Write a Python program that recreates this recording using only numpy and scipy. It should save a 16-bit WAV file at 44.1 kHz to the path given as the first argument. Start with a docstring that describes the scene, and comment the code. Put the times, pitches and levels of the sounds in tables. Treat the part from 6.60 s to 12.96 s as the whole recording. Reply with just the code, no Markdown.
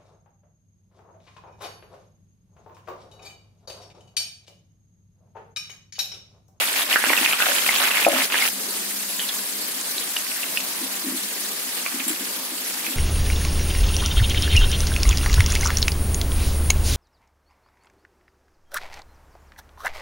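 """Potato slices frying in a deep pan

Wet slices fry in oil in a steel pan on a gas stove, close to a two-port microphone.
The oil boils hard while a wire skimmer stirs; at 1.89 s it drops abruptly to a simmer.
Fine fizz is flickering noise, bubbles are short damped tones, and large pops also sputter and whine.
The skimmer rubs, bumps, knocks and ticks; the burner's low rush and a hum lie underneath.
"""
import sys
import numpy as np
from scipy import signal
from scipy.fft import rfft, irfft
from scipy.io import wavfile
from scipy.ndimage import uniform_filter1d

SR = 44100
rng = np.random.default_rng(int(sys.argv[2]) if len(sys.argv) > 2 else 0)


def master_out(mix):
    """Clip the mix to full scale and print it as 16-bit PCM to the path in sys.argv[1]."""
    frames = np.transpose(np.atleast_2d(mix))
    ceiling = np.clip(frames, -1, 1)
    pcm = np.round(ceiling * 32767).astype(np.int16)
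    wavfile.write(sys.argv[1], SR, pcm)


N = 280476  # length in samples


def oil():
    """Fine fizz, and ringing bubbles and short cracks that swell and sink in surges, as when stirred."""
    # course of the frying: start_s, fizz_db, bubbling_db (before dips and surges)
    course = [(0, -22.5, -22), (0.08, -25, -32), (0.16, -22, -27.5), (0.33, -22, -25.5), (0.45, -23, -25),
              (0.64, -21.5, -26), (0.82, -24, -25), (0.95, -21, -25.5), (1.03, -22, -27),
              (1.24, -21, -23.5), (1.36, -25, -24), (1.47, -21, -28), (1.56, -20, -20), (1.65, -20, -29.5),
              (1.74, -25.5, -24.5), (1.891, -21, -27.5), (1.893, -27.5, -52), (2.4, -26, -47),
              (3.9, -27, -40), (4.8, -27, -44.5), (5.4, -27, -39), (5.9, -28, -45.5), (6.36, -27, -36)]
    # brief dips in the level: start_s, length_s, change_db
    dips = [(0.231, 0.071, -6.5), (0.728, 0.065, -4.5), (1.655, 0.066, -7)]
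    # tone of the fizz: pitch_hz, relative level_db
    fizz_tone = [(350, -6), (600, -8.5), (1320, -9), (1560, -1.5), (2720, -2.5), (3660, -0.5), (4680, 1.5),
                 (5820, -1), (11300, 2), (15500, -3.5)]
    # bubble sizes as a spectrum: pitch_hz, relative level_db
    bubble_tone = [(210, -46), (350, -51), (455, -12), (561, -7), (1160, -6.5), (1600, -2.5), (2690, 1),
                   (4800, -12), (6240, -11), (10600, -120)]

    fizz = hiss(fizz_tone, size=256, patchy_db=2.0, flicker_db=-0.83)
    boil = crackle(bubble_tone, np.geomspace(500, 4500, 22), per_s=1300, spread_db=3.0, cycles=18)
    boil += amp(-10) * hiss(bubble_tone, size=512, patchy_db=3.2, flicker_db=1.2)
    cracks = crackle(bubble_tone, np.geomspace(700, 3200, 8), per_s=500, spread_db=2.8, cycles=6)
    boil += amp(-4) * cracks

    change_db = np.zeros(N)
    for start_s, length_s, db in dips:
        add(change_db, start_s, db * signal.windows.tukey(round(length_s * SR), 0.4))
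    surge = uniform_filter1d(uniform_filter1d(rng.standard_normal(N), size=900), size=900)
    change_db += 0.39 * evened(surge)  # fizz and bubbling surge together
    clump_db = 2 * evened(uniform_filter1d(rng.standard_normal(N), size=400))  # bubbles come in clumps
    fizz_gain = amp(follow(course, axis=1) + change_db)
    boil_gain = amp(follow(course, axis=2) + change_db + clump_db)
    return fizz_gain * fizz + boil_gain * boil


def pops():
    """Large bubbles snap and ring unevenly at two pitches, then sputter in clicks; some whine on."""
    # large bubbles bursting: start_s, level_db, pitch_hz, ring_cycles (cycles to die by 60 dB)
    bursts = [(0.0742, -13, 3500, 20), (0.1296, -10, 8720, 20), (0.1672, -13, 4300, 12),
              (0.2198, -12, 3400, 16), (0.3283, -6, 2880, 22), (0.339, -9, 1930, 14), (0.359, 0, 1600, 10),
              (0.4399, -1.5, 1680, 5), (0.496, -5.5, 2250, 13), (0.5027, -9, 900, 5), (0.5315, -6, 1490, 5),
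              (0.5333, -8, 1980, 24), (0.5755, -10, 2600, 45), (0.6297, -10, 1910, 6),
              (0.6606, -6, 2420, 24), (0.6746, -14, 2000, 14), (0.7113, -14, 2400, 16),
              (0.7255, -10, 2500, 28), (0.7326, -9, 2900, 18), (0.7332, -12, 1300, 5),
              (0.802, -8.5, 1440, 14), (0.951, -7, 10200, 20), (1.0905, -5.5, 2100, 24),
              (1.1252, -10, 3200, 7), (1.1535, -12, 3300, 9), (1.1635, -11, 2780, 22),
              (1.2173, -12, 1300, 7), (1.2366, -11, 1520, 6), (1.2782, -12, 1510, 6),
              (1.3115, -12, 2550, 40),  (1.3532, -11, 9700, 18), (1.3813, -9, 1900, 5),
              (1.3965, -13, 1600, 7), (1.4228, -11, 2760, 14), (1.4484, -9, 2420, 36),
              (1.487, -2, 10300, 24), (1.5637, -9, 1250, 5), (1.5866, -10, 1550, 5), (1.6065, -7, 2160, 10),
              (1.7012, -16, 2500, 8), (1.7262, -10, 2600, 10), (1.7437, -4.5, 1800, 6),
              (1.7535, -16, 1600, 18), (1.7715, -14, 2800, 18), (1.7872, -11, 2100, 8),
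              (1.8055, -14, 2200, 32), (1.8228, -12, 2100, 40), (2.5928, -21.5, 1800, 8),
              (2.5951, -13, 3100, 14), (2.6005, -20, 3050, 25), (2.6015, -21, 4300, 20),
              (2.6885, -16, 4000, 30), (2.691, -21, 3330, 90), (2.6945, -21, 3400, 40),
              (3.212, -16, 6600, 25), (3.381, -15, 3950, 34), (3.5652, -10, 2900, 5),
              (3.5662, -16, 2800, 60), (3.5685, -21, 5200, 25), (3.763, -23, 1850, 12),
              (3.832, -18, 2700, 26), (3.9722, -13, 2620, 36), (3.9762, -20, 2800, 40),
              (4.003, -25, 2560, 40), (4.635, -20, 4000, 30), (5.2623, -15.5, 2340, 26),
              (5.2625, -18, 1200, 6), (5.324, -21.5, 1700, 5), (5.402, -16, 2400, 16),
              (6.2465, -21, 2600, 12), (6.2655, -18, 2350, 18)]
    # steam whining out of a burst hollow: start_s, level_db, pitch_hz, end_pitch_hz, length_s
    whines = [(0.376, -29, 1634, 1744, 0.071), (0.799, -27, 1396, 1592, 0.054),
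              (2.597, -34.5, 3000, 3000, 0.057)]
    out = np.zeros((2, N))
    for start_s, db, hz, cycles in bursts:
        add(out, start_s, amp(db) * one_pop(hz, cycles))
    for start_s, db, hz, end_hz, length_s in whines:
        turns = np.cumsum(np.linspace(hz, end_hz, round(length_s * SR))) / SR
        throb = 1 + 0.95 * evened(resonate(rng.standard_normal(len(turns)), 120.0, 90.0))
        tone = throb * signal.windows.tukey(len(turns), 0.4) * np.sin(2 * np.pi * turns)
        add(out, start_s, amp(db) * tone[None])
    return out * amp([[-1.6], [1.6]])  # leans to the right


def one_pop(hz, cycles):
    """A fluttering snap at two pitches, and its hollow sputtering on as clicks through a resonance."""
    sputter_db, sputter_cycles = -17.5, 260  # starting level; cycles to die by 60 dB
    t = np.arange(3000) / SR
    clicks = rng.standard_normal((2, len(t))) * (1 + (rng.random(len(t)) < 0.03) * 2.5)
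    width = hz * np.clip(4.5 / cycles, 0.03, 0.4)  # a short crack spatters over many pitches
    sputter = evened(resonate(resonate(clicks, hz, width), hz, width))
    sputter = 0.46 * sputter[0] + 1.9 * sputter  # partly shared by both ports
    fade = amp(sputter_db - 60 * t * hz / sputter_cycles) * (1 - np.exp(-t / 0.0025))
    sound = min(cycles / 12, 1) * fade * sputter  # very short cracks sputter less

    snap = burst(hz, cycles, glide=0.003, rise=0.5 + 0.03 * cycles)
    snap += amp(-9) * burst(0.62 * hz, 6.0, glide=0.03, rise=0.5)
    flutter = evened(uniform_filter1d(rng.standard_normal(len(snap)), size=24))
    flutter *= np.minimum(t[:len(snap)] * hz / 8, 0.55)  # the ring grows uneven after its start
    add(sound, 0, (snap * (1 + flutter))[None])
    return sound


def skimmer():
    """Dragging shakes the pan's low modes with noise; bumps thud on them, knocks ring the wall."""
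    # low modes of the pan: pitch_hz, width_hz (of each filter pass), relative level_db
    low_modes = [(264.7, 36.5, 10), (311.3, 43, 2.5)]
    # dull bumps on the pan: start_s, level_db, upper_share (0-1, of the upper low mode)
    bumps = [(0.468, -23.5, 0.45), (0.501, -23, 0.57), (0.611, -22.5, 0.45), (1.515, -23, 1),
             (1.535, -17.5, 0.37), (1.559, -22, 0), (1.592, -27, 0.05), (4.212, -26, 0.8),
             (4.226, -24.5, 0.28), (4.442, -27, 0.8), (4.465, -21, 0.23), (4.484, -27.5, 0.66),
             (4.52, -22, 0.4), (4.544, -23.5, 0.62), (5.341, -23.5, 0.3), (5.362, -27, 0.3),
             (5.399, -29, 0.3), (5.465, -23, 0.47), (5.501, -21, 0.68), (5.606, -26, 0.4),
             (5.918, -28, 0.57), (6.279, -26.5, 0.53), (6.3, -29, 0.12), (6.336, -29, 0.16)]
    # knocks and bounces on the pan wall: start_s, level_db
    knocks = [(0.885, -18.5), (1.4655, 2), (1.4742, -11), (1.4806, -1), (1.4865, -21), (1.5315, -9)]

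    drag = rng.standard_normal((2, N)) * amp(-32)
    rub = sum(amp(db) * resonate(resonate(drag, hz, width), hz, width) for hz, width, db in low_modes)

    hits = np.zeros(N)
    lower, upper = (burst(hz, 36, glide=0, rise=0.88, size=6000) for hz, _, _ in low_modes)
    for start_s, db, share in np.array(bumps):
        add(hits, start_s, amp(db) * (lower + np.clip(share, 0, 1) * (upper - lower)))
    hits = hits * amp([[1.1], [-1.1]])  # bumps lean to the left

    ring = wall_ring()
    for start_s, db in knocks:
        add(hits, start_s, amp(db) * ring / abs(ring).max())
    return ports(*rub) + hits


def wall_ring():
    """A struck pan wall rings as several fading sines, reaching the right port a little later."""
    # modes of the wall: pitch_hz, relative level_db, fade_s (time to die by 60 dB), left_over_right_db
    modes = [(566, -1, 0.3, 6), (622, -8, 0.29, 3), (680, 12.5, 0.029, 2.5), (770, -6, 0.08, -2),
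             (1050, -8, 0.044, -1), (1290, 0.5, 0.026, -1), (321, -5.5, 0.06, 4)]
    right_lag_s = 0.00022
    t = np.arange(9000) / SR
    late = np.maximum(t - np.array([[0], [right_lag_s]]), 0)
    side = np.array([[0.5], [-0.5]])
    ring = sum(amp(db + lean_db * side - 60 * t / fade_s) * -np.sin(2 * np.pi * hz * late)
               for hz, db, fade_s, lean_db in modes)
    return ring * (1 - np.exp(-t / 0.0018))


def wire_ticks():
    """The skimmer's wires tick: a short rattle of noise ringing in several bright bands."""
    # ticks: start_s, level_db, fade_s (time to die by 60 dB)
    ticks = [(5.479, -28, 0.079), (5.4918, -30, 0.06)]
    # bands of the noise: pitch_hz, width_hz (of each filter pass), relative level_db
    bands = [(7600, 170, 7), (9000, 250, 6.5), (10800, 300, 3), (14400, 300, 0.1), (12400, 400, -1),
             (3000, 3400, 3)]
    out, t = np.zeros((2, N)), np.arange(5000) / SR
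    for start_s, db, fade_s in ticks:
        rattle = rng.standard_normal((2, len(t)))
        tone = sum(amp(band_db) * evened(resonate(resonate(rattle, hz, width), hz, width))
                   for hz, width, band_db in bands)
        shape = amp(db - 60 * t / fade_s) * (1 - np.exp(-t / 0.00082))
        add(out, start_s, shape * tone)
    return out


def kitchen():
    """The burner's low rush as noise, and a hum: a steady tone inside a narrow band of noise."""
    # tone of flame and room: pitch_hz, relative level_db
    rush_tone = [(35, -36), (60, -11), (162, 0.5), (195, -28), (291, -8), (338, -4), (727, -6),
                 (1200, -3.5), (1560, -20), (2640, -120)]
    # course of the hum: start_s, level_db (of its noise band, before the left-right lean)
    hum_course = [(0, -65), (1.8, -56), (2.0, -51), (3.0, -54), (3.3, -66), (4.4, -54.5), (6.36, -58)]
    hum_hz, hum_width_hz = 199, 24  # the width is that of each filter pass
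    fuzz = resonate(resonate(rng.standard_normal(N), hum_hz, hum_width_hz), hum_hz, hum_width_hz)
    core = 1.8 * np.sin(2 * np.pi * hum_hz * np.arange(N) / SR)
    hum = amp(follow(hum_course, axis=1)) * (evened(fuzz) + core)
    rush = amp(-43.5) * hiss(rush_tone, size=2048, patchy_db=2.0, flicker_db=2.0)
    return rush + hum * amp([[1.2], [-1.2]])


def hiss(points, size, patchy_db, flicker_db):
    """Random short-time spectra with drifting patches and a flicker shared by all pitches."""
    frames, hz = 4 * N // size + 5, np.fft.rfftfreq(size, 1 / SR)
    a, b, c, d, patches = rng.standard_normal((frames, len(hz), 5)).T
    patches = uniform_filter1d(uniform_filter1d(patches, size=8, axis=0), size=12, axis=1)
    flicker = evened(uniform_filter1d(rng.standard_normal(frames), size=8))
    level_db = read(points, hz)[:, None] + patchy_db * evened(patches) + flicker_db * flicker
    spectra = np.array([a + 1j * b, c + 1j * d]) * amp(level_db)
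    noise = signal.istft(spectra, nperseg=size, noverlap=3 * size // 4)[1][:, :N]
    return evened(ports(*noise))


def crackle(points, pitches, per_s, spread_db, cycles):
    """Many small bubbles at random moments, of random size and strength, each a short damped tone."""
    strength = amp(spread_db * np.minimum(rng.exponential(1, (2, N)), 5))
    strength = strength * (rng.random((2, N)) < per_s / SR)  # keep only the moments of a bubble
    kind, out = rng.integers(0, len(pitches), (2, N)), np.zeros((2, N))
    for k, hz in enumerate(pitches):
        grain = amp(read(points, hz)) * hz * burst(hz, cycles, glide=0.0058, rise=0.46)
        out += signal.oaconvolve(strength * (kind == k), grain[None], axes=1)[:, :N]
    return evened(ports(*out))


def burst(hz, cycles, glide, rise, size=700):
    """A damped sine: swells over about `rise` cycles, dies 60 dB in `cycles`, may glide up in pitch."""
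    turns = hz * np.arange(size) / SR
    shape = (1 - np.exp(-(turns / rise) ** 2)) * amp(-60 * turns / cycles)
    return shape / shape.max() * np.sin(2 * np.pi * turns * (1 + glide * np.minimum(turns, 8)))


def resonate(x, hz, width):
    """A one-pole resonance with a gain of about 1 at its pitch."""
    r = np.exp(-np.pi * width / SR)
    return 2 * signal.lfilter([1 - r], [1, -r * np.exp(2j * np.pi * hz / SR)], x).real


def ports(a, b):
    """Two unrelated signals become the microphone pair: likeness and lean by pitch, and one lag."""
    # how alike the ports are: pitch_hz, likeness (-1 to 1)
    likeness = [(60, 0.66), (180, 0.95), (550, 0.55), (1650, 0.15), (4970, -0.16), (15000, 0.062)]
    # which port is louder: pitch_hz, left_over_right_db
    lean = [(60, 1.1), (180, 1.5), (550, 2.5), (1650, -3.5), (4970, -0.5), (15000, 3.5)]
    left_lag_s = 4e-5  # the left port hears this much later
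    hz = np.fft.rfftfreq(N, 1 / SR)
    same, a, b = np.clip(read(likeness, hz), -1, 1), rfft(a), rfft(b)
    right = same * a * np.exp(2j * np.pi * hz * left_lag_s) + np.sqrt(1 - same ** 2) * b
    return irfft(np.array([a, right]) * amp(np.outer([0.5, -0.5], read(lean, hz))), N)


def amp(db):
    """Decibels to a plain factor."""
    return 10 ** (np.asarray(db) / 20)


def evened(x):
    """Scale to an average (RMS) level of 1."""
    return x / np.sqrt(np.mean(x ** 2) + 1e-20)


def read(points, hz):
    """Read a curve at any pitch, along a logarithmic pitch scale."""
    f, value = np.transpose(points)
    return np.interp(np.log(hz + 1), np.log(f + 1), value)


def follow(rows, axis):
    """One column of a timed table at every sample."""
    rows = np.asarray(rows)
    return np.interp(np.arange(N) / SR, rows[:, 0], rows[:, axis])


def add(mix, start_s, sound):
    """Add a sound into the mix at its start time, cut off at the end."""
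    part = mix[..., round(start_s * SR):][..., :sound.shape[-1]]
    part += sound[..., :part.shape[-1]]


def scene():
    """All sources together."""
    return oil() + pops() + skimmer() + wire_ticks() + kitchen()


def record(dry):
    """The microphone drops the bass, gain control ducks after loud sounds, then the top is cut off."""
    pitch = (np.fft.rfftfreq(N, 1 / SR) + 1) / 186  # 1 at the bass corner
    steep_cut = 1 / np.sqrt(1 + pitch ** -18)
    leftover_bass = amp(-11) * np.minimum(pitch, 1) ** 1.6
    thin = irfft(rfft(dry) * np.maximum(steep_cut, leftover_bass), N)

    power_db = 10 * np.log10(abs(uniform_filter1d((thin ** 2).mean(0), size=88)) + 1e-12)
    fall = np.arange(N) * 65.0 / SR  # the held peak falls 65 dB a second
    held_db = np.maximum.accumulate(power_db + fall) - fall
    over_db = np.maximum(held_db + 13.5, 0)  # excess above -13.5 dB
    cut_db = 0.6 * signal.lfilter([0.012], [1, -0.988], over_db)  # the gain follows smoothly
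    ducked = thin / amp(cut_db)

    top_cut = signal.firwin(511, 15750, window=("kaiser", 9), fs=SR)  # edge in Hz
    return signal.oaconvolve(ducked, top_cut[None], "same")


dry = scene()
out = record(dry)
master_out(out)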